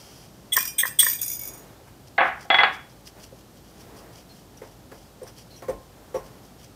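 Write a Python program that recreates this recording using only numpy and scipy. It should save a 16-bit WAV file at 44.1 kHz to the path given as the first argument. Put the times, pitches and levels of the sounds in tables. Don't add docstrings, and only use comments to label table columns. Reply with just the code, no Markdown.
import sys
import numpy as np
from scipy import signal
from scipy.fft import rfft, irfft, next_fast_len
from scipy.io import wavfile

SR = 44100
rng = np.random.default_rng(int(sys.argv[2]) if len(sys.argv) > 2 else 0)


def transcribe(signal):
    frames = np.atleast_2d(signal).T
    limited = np.clip(frames, -1, 1)
    pcm = np.round(limited * 32767).astype(np.int16)
    wavfile.write(sys.argv[1], SR, pcm)


N = 297675
TIME = np.arange(N) / SR
AGE = TIME[:SR * 7 // 10]

# pitch_hz, level_db
FLOUR_HISS = [(1200, -8.5), (3200, -1.5), (4300, -16.5), (5400, 2.5), (6800, -8.5), (10000, -6),
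              (16000, -13)]


def from_db(db):
    return 10 ** (np.asarray(db) / 20)


def unit_power(x):
    return x / np.sqrt(np.mean(x ** 2) + 1e-20)


def at_hz(points, hz):
    row_hz, value = np.transpose(points)
    return np.interp(np.log(np.maximum(hz, 1)), np.log(row_hz), value)


def add(out, start_s, sound):
    start = max(round(start_s * SR), 0)
    out[start:start + len(sound)] += sound[:N - start]


def coloured(noise, spectrum):
    size = next_fast_len(len(noise))
    gain = from_db(at_hz(spectrum, np.fft.rfftfreq(size, 1 / SR)))
    return unit_power(irfft(rfft(noise, size) * gain, size)[:len(noise)])


def flicker(step_s):
    return np.interp(TIME / step_s, np.arange(8192), np.clip(rng.standard_normal(8192), -2, 2))


def swell(middle_s, length_s, level_db):
    return from_db(level_db) * np.maximum(1 - ((TIME - middle_s) * 2 / length_s) ** 2, 0) ** 2


def envelope(rise_s, hold_s, fade_s):
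    rise = np.sin(np.pi / 2 * np.minimum(AGE / rise_s, 1)) ** 2
    return rise * from_db(-60 * np.maximum(AGE - hold_s, 0) / fade_s)


def burst(spectrum, rise_s, hold_s, fade_s):
    return coloured(rng.standard_normal(len(AGE)), spectrum) * envelope(rise_s, hold_s, fade_s)


def ring(tones, rise_s, hold_s, scatter_db):
    hz, level_db, fade_s = np.transpose(tones)[:, :, None]
    gain = from_db(level_db + scatter_db * rng.standard_normal(hz.shape))
    waves = np.sin(2 * np.pi * (hz * AGE + rng.random(hz.shape)))
    ringing = np.sum(gain * waves * envelope(rise_s, hold_s, fade_s), axis=0)
    return ringing / np.sqrt(np.sum(gain ** 2) / 2)


def room_tone(air_db=-51):
    # pitch_hz, level_db
    hum_tones = [(53.8, -60.5), (119.5, -62.5), (14400, -73)]
    # pitch_hz, level_db
    air_spectrum = [(15, -42), (25, -6.5), (130, 3.5), (344, -3.5), (451, -10.5), (818, -9), (887, -14),
                    (1610, -22.5), (2110, -24.5), (3160, -19.5), (3720, -20.5), (5140, -20.5),
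                    (12500, -27.5), (14000, -23), (16000, -40)]
    hum = sum(from_db(db) * np.sqrt(2) * np.sin(2 * np.pi * (hz * TIME + rng.random()))
              for hz, db in hum_tones)
    return hum + from_db(air_db) * coloured(rng.standard_normal(N), air_spectrum)


def stirring(hiss_db=-4.5, rub_db=-4.5, rumble_db=-2.5, grain_db=6.0, handling_db=-54):
    # time_s, level_db
    first_swish = [(0.0, -49.5), (0.25, -52.5), (0.31, -63), (0.5, -65)]
    # middle_s, length_s, level_db
    strokes = [(2.08, 0.046, -55), (2.26, 0.13, -54.5), (2.425, 0.095, -48), (2.58, 0.088, -50.5),
               (2.745, 0.064, -47.5), (2.91, 0.061, -56), (3.075, 0.071, -47.5), (3.238, 0.12, -50),
               (3.386, .11, -57), (3.575, 0.063, -55.5), (3.69, 0.17, -57.5), (3.81, 0.14, -53.5),
               (3.99, 0.1, -51), (4.18, 0.15, -52), (4.37, 0.17, -57), (4.68, 0.18, -59), (5.0, 0.23, -57),
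               (5.285, 0.079, -53.5), (5.398, 0.11, -48), (6.265, 0.084, -55.5), (6.465, 0.11, -58),
               (6.63, 0.13, -53)]
    # middle_s, length_s, level_db
    shoves = [(0.08, 0.56, -53), (1.59, 0.64, -46.5), (3.189, 0.11, -46.5), (3.97, 0.78, -47),
              (6.224, 1, -50)]
    # pitch_hz, width_hz, level_db
    rub_tones = [(3240, 230, -4.5), (4600, 280, -4.5), (5000, 280, -1), (5710, 230, -3)]
    # pitch_hz, level_db
    rumble_spectrum = [(80, -12.5), (180, -8), (400, -3.5), (650, -6.5), (1000, -11.5), (1800, -16.5),
                       (3500, -29)]
    grains = rng.standard_normal(N) * from_db(grain_db * rng.standard_normal(N))
    flutter_db = 3 * flicker(step_s=.0091)
    scratch_db = 2.5 * flicker(step_s=.0015)
    approach = from_db(np.interp(TIME, *np.transpose(first_swish))) * (TIME < first_swish[-1][0])
    cutting = sum(swell(*stroke) for stroke in strokes) * from_db(flutter_db + scratch_db)
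    push = np.sqrt(from_db(handling_db) ** 2 + sum(swell(*shove) ** 2 for shove in shoves))
    rub = sum(from_db(db) * signal.lfilter(*signal.iirpeak(hz, hz / width_hz, fs=SR), grains)
              for hz, width_hz, db in rub_tones)
    hiss = from_db(hiss_db) * coloured(grains[::-1], FLOUR_HISS) + from_db(rub_db) * unit_power(rub)
    rumble = from_db(rumble_db) * coloured(rng.standard_normal(N), rumble_spectrum)
    return (approach + cutting) * hiss + push * rumble


def taps():
    # start_s, contact_s, bowl_db, buzz_db, bright_db
    contacts = [(0.519, 0.014, -20.5, -32, -40), (0.528, 0.012, -55, -21, -32),
                (0.781, 0.028, -31, -16.5, -25), (0.987, 0.02, -21, -11.5, -19),
                (1.028, 0.0062, -56.5, -24, -18), (1.186, 0.012, -43, -38, -44)]
    # pitch_hz, level_db, fade_s
    bowl_tones = [(2017, -9, .045), (3220, -7, 0.07), (3363, 6, 0.084), (3450, -18, 0.063)]
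    # pitch_hz, level_db, fade_s
    bright_tones = [(6600, -9, 0.081), (7700, -12.5, 0.058), (8350, 0, 0.038), (8330, 2, 0.041),
                    (8340, 3.5, .06), (10200, -5, .05)]
    # pitch_hz, level_db
    buzz_spectrum = [(1500, -20), (2100, -8.5), (2700, -17), (3400, 1.5), (4400, -26.5), (6400, -8),
                     (7400, -20.5), (8450, 6.5), (9400, -10), (11800, -15.5), (13600, -2), (14300, -6),
                     (14900, -0.5), (16000, -14)]
    # start_s, contact_s, level_db
    clacks = [(0.559, 0.023, -24), (0.573, 0.0041, -11), (0.831, 0.0061, -13), (0.851, 0.0036, -17.5),
              (1.026, 0.0086, -25.5), (1.062, 0.0086, -19)]
    # pitch_hz, level_db, fade_s
    handle_tones = [(528, -17, 0.027), (1062, -8.5, 0.037), (1264, -16.5, 0.013), (1628, -9.5, 0.02),
                    (1814, 2.5, 0.0091), (1955, -6, 0.022)]
    out = np.zeros(N)
    for start_s, hold_s, bowl_db, buzz_db, bright_db in contacts:
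        bowl = from_db(bowl_db) * ring(bowl_tones, rise_s=.0076, hold_s=hold_s, scatter_db=2.5)
        bright = from_db(bright_db) * ring(bright_tones, rise_s=.002, hold_s=hold_s, scatter_db=11.5)
        buzz = from_db(buzz_db) * jangle(buzz_spectrum, rise_s=.0072, hold_s=hold_s, fade_s=.09)
        add(out, start_s, bowl + bright + buzz)
    for start_s, hold_s, clack_db in clacks:
        tones = np.array(handle_tones) * [1 + .015 * rng.standard_normal(), 1, 1]
        chatter = from_db(3 * flicker(step_s=.001)[:len(AGE)] - .7)
        clack = ring(tones, rise_s=.005, hold_s=hold_s, scatter_db=1.5)
        add(out, start_s, from_db(clack_db) * chatter * clack)
    return out


def jangle(spectrum, rise_s, hold_s, fade_s):
    hz = np.arange(200, 16000, 130)
    favoured_db = 6.5 * np.clip(rng.standard_normal(len(hz)), -2, 2)
    bass_loss_db = 60 * np.log10(np.minimum(hz / 1700, 1))
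    level_db = at_hz(spectrum, hz) + favoured_db + bass_loss_db
    return burst(np.column_stack([hz, level_db]), rise_s, hold_s, fade_s)


def echo_tail(noise, rise_s):
    # pitch_hz, fade_s
    echo_fades = [(200, 0.31), (700, 0.42), (1600, 0.39), (3000, 0.38), (5000, 0.32), (15000, 0.4)]
    octave = np.log2(np.clip(np.fft.rfftfreq(len(AGE), 1 / SR), 2 ** 7, 2 ** 14))
    spectrum, out = rfft(noise), 0
    for centre in range(7, 15):
        band = irfft(spectrum * np.maximum(1 - abs(octave - centre), 0), len(AGE))
        out = out + band * envelope(rise_s, rise_s, at_hz(echo_fades, 2 ** centre))
    return out


def kitchen(sound, echo_db):
    echoes = echo_tail(rng.standard_normal(len(AGE)), rise_s=.0085)
    return sound + from_db(echo_db) * signal.fftconvolve(sound, echoes / np.linalg.norm(echoes))[:N]


def slaps(gap_growth=1.012):
    # start_s, length_s, first_gap_s, ping_hz, tick_db, ring_db, fade_db_per_s
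    rattles = [(0.566, 0.07, 0.02, 13700, -10.5, -21, 234), (0.653, 0.03, 0.023, 13900, -24, -29, -20),
               (0.855, 0.03, 0.0115, 13600, -21.5, -34.5, 80), (1.006, 0.08, 0.019, 13650, -22, -23.5, -5),
               (1.098, 0.055, 0.017, 13650, -16.5, -25, 190), (1.215, 0.02, 0.014, 13950, -17, -28.5, -130),
               (1.261, 0.04, 0.019, 13600, -25, -33, -70), (1.316, 0.065, 0.017, 13600, -21.5, -32, 190),
               (1.393, 0.088, 0.02, 13440, -29, -36.5, -22), (1.535, 0.01, 0.02, 13400, -47, -42.5, -3),
               (1.574, 0.025, 0.02, 13650, -46, -49.5, -50)]
    rows = []
    for start_s, length_s, gap_s, ping_hz, tick_db, ring_db, fade_db_per_s in rattles:
        ages = np.append(0, np.cumsum(gap_s * gap_growth ** np.arange(32)))
        jitter = rng.standard_normal((len(ages), 4)) * [.0005, 150, 1.5, 1.5]
        change = np.outer(ages, [1, 0, -fade_db_per_s, -fade_db_per_s])
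        run = [start_s, ping_hz, tick_db, ring_db] + change + jitter
        rows.extend(run[ages <= length_s])
    return rows


def wire_rattle(overtone_count=64, loop_spread=.0021, scatter_db=2.5, bend_hz=10,
                ring_db=-1.5, tick_db=-13, free_tick_db=-21, ping_db=-4):
    # pitch_hz, touch_db, slid_db, free_db
    wire_tones = [(2248, -22, -3, -7.5), (2417, 5, -0.5, -14), (2690, -7.5, -19, -23), (3080, -1, -16, -22),
                  (3490, -17.5, -10, -6), (3640, -13, -1, -19), (4800, -20, 7, -22), (4960, 5, -3, -2.5),
                  (5060, -6, -9, -5), (5670, 6, 6, -5), (5860, -9, 6, 0.5), (6260, -3.5, 3, -7),
                  (6680, -10, 6, 6), (6810, -2, 6.5, 7), (7400, -2.5, -8, -8), (8400, 3, 15.5, -11),
                  (8470, 13, 1, -14), (8780, 2, 11, -12), (8980, 8.5, -7, -6), (9210, -2, 5, 9.5),
                  (9400, -8, 3, 4), (9792, -2, 4, 0), (11110, 0.5, 10, 4), (11970, 3, 2, -9),
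                  (12635, 9, 4, -6), (13437, 3, 21, 2), (13880, 9, 23, 2), (14540, 3.5, 15, 15),
                  (15090, 10, 9, -5)]
    # time_s, stage (0 first touch, 1 slid along, 2 free)
    release = [(0.9, 0), (1.0, 0.85), (1.17, 1.3), (1.3, 1.83)]
    # pitch_hz, level_db
    tick_spectrum = [(1500, -10), (4300, -15), (5800, -6.5), (7600, -15), (8800, -11), (14900, -15.5),
                     (16000, -31)]
    # pitch_ratio, level_db, fade_s
    ping_tones = [(1.002, -2.5, 0.018), (1.017, -11, 0.013)]
    overtone_hz = rng.uniform(4800, 15400, overtone_count)
    overtones = [(hz, -9, -9, -12) for hz in overtone_hz]
    hz, *stage_levels_db = np.vstack([wire_tones, wire_tones, overtones]).T
    hz = hz * (1 + loop_spread * rng.standard_normal(len(hz)))
    fade_s = .43 * (2000 / hz) ** .61
    age = AGE[:SR // 2]
    waves = np.exp(np.outer(2j * np.pi * hz - np.log(1000) / fade_s, age))
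    rise_s = .005
    out = np.zeros(N)
    for start_s, ping_hz, slap_db, wire_db in slaps():
        stage = np.clip(np.interp(start_s, *np.transpose(release)), 0, 2)
        stage_shares = np.maximum(1 - abs(stage - np.arange(3)), 0)
        free = stage_shares[-1]
        gain = from_db(stage_shares @ stage_levels_db + scatter_db * rng.standard_normal(len(hz)))
        strike = gain / np.linalg.norm(gain) * np.exp(2j * np.pi * rng.random(len(hz)))
        bend = np.exp(2j * np.pi * bend_hz * rng.standard_normal() * age)
        twang = 2 * (strike @ waves * bend).real * np.minimum(age / rise_s, 1)
        tick_gain = from_db((1 - free) * tick_db + free * free_tick_db)
        tick = tick_gain * jangle(tick_spectrum, rise_s, hold_s=rise_s, fade_s=.05)
        ping = ring(np.array(ping_tones) * [ping_hz, 1, 1], rise_s, hold_s=rise_s, scatter_db=4)
        add(out, start_s - rise_s / 2, from_db(wire_db + ring_db) * twang)
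        add(out, start_s - rise_s / 2, from_db(slap_db) * (tick + from_db(ping_db) * ping))
    return out


def knocks(ring_db=-3, thud_db=-12, glass_ring_db=-4, boom_db=-22, boom_hz=46):
    # start_s, contact_s, knock_db, glass_db, click_db
    drops = [(1.809, 0.01, -44, -64, -66), (1.872, 0.0054, -64, -64, -51.5), (3.322, 0.01, -41.5, -80, -66),
             (4.616, 0.0061, -31.5, -53, -48.5), (4.632, 0.004, -55, -53, -55),
             (4.915, 0.0016, -34, -48, -45.5), (5.214, 0.021, -32.5, -61, -59),
             (5.266, 0.004, -67, -63, -49), (5.621, 0.0057, -35, -37, -44.5),
             (5.682, 0.025, -22, -37, -42.5), (6.142, 0.028, -23, -32.5, -42.5)]
    # pitch_hz, level_db, fade_s
    knock_tones = [(374.6, -2.5, 0.11), (432, 0.5, 0.099), (514.5, 9, 0.028), (540.6, -4.5, 0.27)]
    # pitch_hz, level_db
    thud_spectrum = [(60, -0.5), (250, -2.5), (450, 3), (700, -0.5), (1100, -3.5), (1400, -52), (3000, -29),
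                     (6000, -70)]
    # pitch_hz, level_db, fade_s
    glass_tones = [(703, 8, 0.12), (889, 7.2, 0.08), (1058, 2.3, 0.48), (1120, 6.1, 0.11)]
    # pitch_hz, level_db
    click_spectrum = [(400, -8), (900, 7), (1900, 6.5), (3000, -7), (6000, -9.5), (15000, -11)]
    out = np.zeros(N)
    boom = np.sin(2 * np.pi * boom_hz * AGE) * envelope(rise_s=.011, hold_s=.056, fade_s=.33)
    for start_s, hold_s, knock_db, glass_db, click_db in drops:
        knock = from_db(ring_db) * ring(knock_tones, rise_s=.006, hold_s=hold_s, scatter_db=1.0)
        thud = from_db(thud_db) * burst(thud_spectrum, rise_s=.011, hold_s=.0022, fade_s=.35)
        glass = from_db(glass_ring_db) * ring(glass_tones, rise_s=.005, hold_s=hold_s, scatter_db=1.5)
        click = burst(click_spectrum, rise_s=.0011, hold_s=hold_s / 2, fade_s=.2)
        add(out, start_s, from_db(knock_db) * (knock + thud + from_db(boom_db) * boom))
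        add(out, start_s, from_db(glass_db) * glass + from_db(click_db) * click)
    return out


def set_down(echo_trim_db=-.5, click_db=-10, cabinet_fade_s=.25):
    # start_s, crack_db, echo_db, hollow_db, low_ring_db, high_ring_db, cutoff_hz
    contacts = [(2.179, -18, -21, -18.5, -25.5, -41, 3740), (2.206, -14, -17.5, -20, -31, -40, 2400),
                (2.250, -27, -28, -25.5, -46, -63.5, 2470), (2.445, -62, -56, -41, -84, -85, 798),
                (2.501, -15, -21, -21, -21, -22, 8000), (2.519, -28, -30, -18, -35, -25, 1100),
                (2.543, -13.5, -25.5, -30, -23, -19.5, 8000), (2.585, -15, -22.5, -23, -14, -35, 8000),
                (2.602, -18, -26.5, -19.5, -26.5, -21, 4500), (2.633, -12, -21, -24, -26, -30, 8900)]
    # pitch_hz, level_db
    click_spectrum = [(700, -21.5), (2000, 3.5), (3600, 1), (4600, -6.5), (5200, -34), (6500, -44)]
    # pitch_hz, level_db
    counter_spectrum = [(100, -29), (330, -16), (620, -9.5), (740, -2), (980, -6.5), (1100, -4), (1650, -2),
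                        (2100, -2.5), (2800, -10.5), (3700, -16), (4500, -25.5), (5000, -37.5), (6500, -46)]
    # pitch_hz, level_db
    cabinet_tones = [(530, 0.5), (680, 7.5), (760, 11), (824, 9), (1110, 8), (1195, -5), (1500, 9),
                     (1660, 12.5), (1800, -6.5), (1945, -3.5), (2200, -5.5)]
    # pitch_hz, fade_s
    bowl_tones = [(2035, .07), (3365, .16)]
    out, ring_powers = np.zeros(N), np.zeros((2, N))
    for start_s, crack_db, echo_db, hollow_db, low_db, high_db, cutoff_hz in contacts:
        click = from_db(click_db) * burst(click_spectrum, rise_s=.0006, hold_s=.003, fade_s=.014)
        crack = burst(counter_spectrum, rise_s=.0013, hold_s=.0038, fade_s=.041)
        counter_noise = coloured(rng.standard_normal(len(AGE)), counter_spectrum)
        echo = from_db(echo_db + echo_trim_db) * echo_tail(counter_noise, rise_s=.0092)
        tones = [(hz * (1 + .008 * rng.standard_normal()), db, cabinet_fade_s)
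                 for hz, db in cabinet_tones]
        hollow = from_db(hollow_db) * ring(tones, rise_s=.007, hold_s=.014, scatter_db=2.5)
        hit = from_db(crack_db) * (click + crack) + echo + hollow
        add(out, start_s, signal.sosfilt(signal.butter(3, cutoff_hz, fs=SR, output="sos"), hit))
        for power, (_, fade_s), ring_db in zip(ring_powers, bowl_tones, (low_db, high_db)):
            swing = from_db(ring_db) * envelope(rise_s=.003, hold_s=.013, fade_s=fade_s)
            add(power, start_s, swing ** 2)
    low_ring, high_ring = (np.sqrt(2 * power) * np.sin(2 * np.pi * hz * TIME)
                           for power, (hz, _) in zip(ring_powers, bowl_tones))
    return out + low_ring + kitchen(high_ring, echo_db=-8)


def skids(grit_db=-3, width_hz=330):
    # start_s, contact_s, pitch_hz, level_db
    squeaks = [(4.291, .031, 4200, -57), (4.57, 0.0089, 5900, -52.5), (5.23, 0.0038, 8620, -50.5),
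               (5.273, 0.0051, 5770, -47.5), (5.503, 0.059, 4230, -56), (5.56, 0.034, 5750, -54),
               (5.683, 0.016, 6200, -54.5), (5.694, .006, 8700, -51), (6.148, 0.024, 5700, -51)]
    out = np.zeros(N)
    for start_s, hold_s, hz, level_db in squeaks:
        wire_filter = signal.iirpeak(hz, hz / width_hz, fs=SR)
        noise = rng.standard_normal(len(AGE))
        slips = signal.lfilter(*wire_filter, signal.lfilter(*wire_filter, noise))
        squeak = unit_power(slips[::-1]) * envelope(rise_s=.004, hold_s=hold_s, fade_s=.04)
        grit = from_db(grit_db) * burst(FLOUR_HISS, rise_s=.0011, hold_s=hold_s, fade_s=.13)
        add(out, start_s, from_db(level_db) * (squeak + grit))
    return out


def scene():
    whisk = kitchen(taps() + wire_rattle() + skids(), echo_db=-11.5)
    mixing_bowl = kitchen(knocks(), echo_db=-18)
    return (whisk + mixing_bowl + set_down() + stirring() + room_tone())[None]


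def record(dry):
    low_cut_hz, high_cut_hz = 42, 15550
    without_bass = signal.sosfilt(signal.butter(5, low_cut_hz, "high", fs=SR, output="sos"), dry)
    return signal.sosfilt(signal.ellip(10, .1, 70, high_cut_hz, fs=SR, output="sos"), without_bass)


dry = scene()
out = record(dry)
transcribe(out)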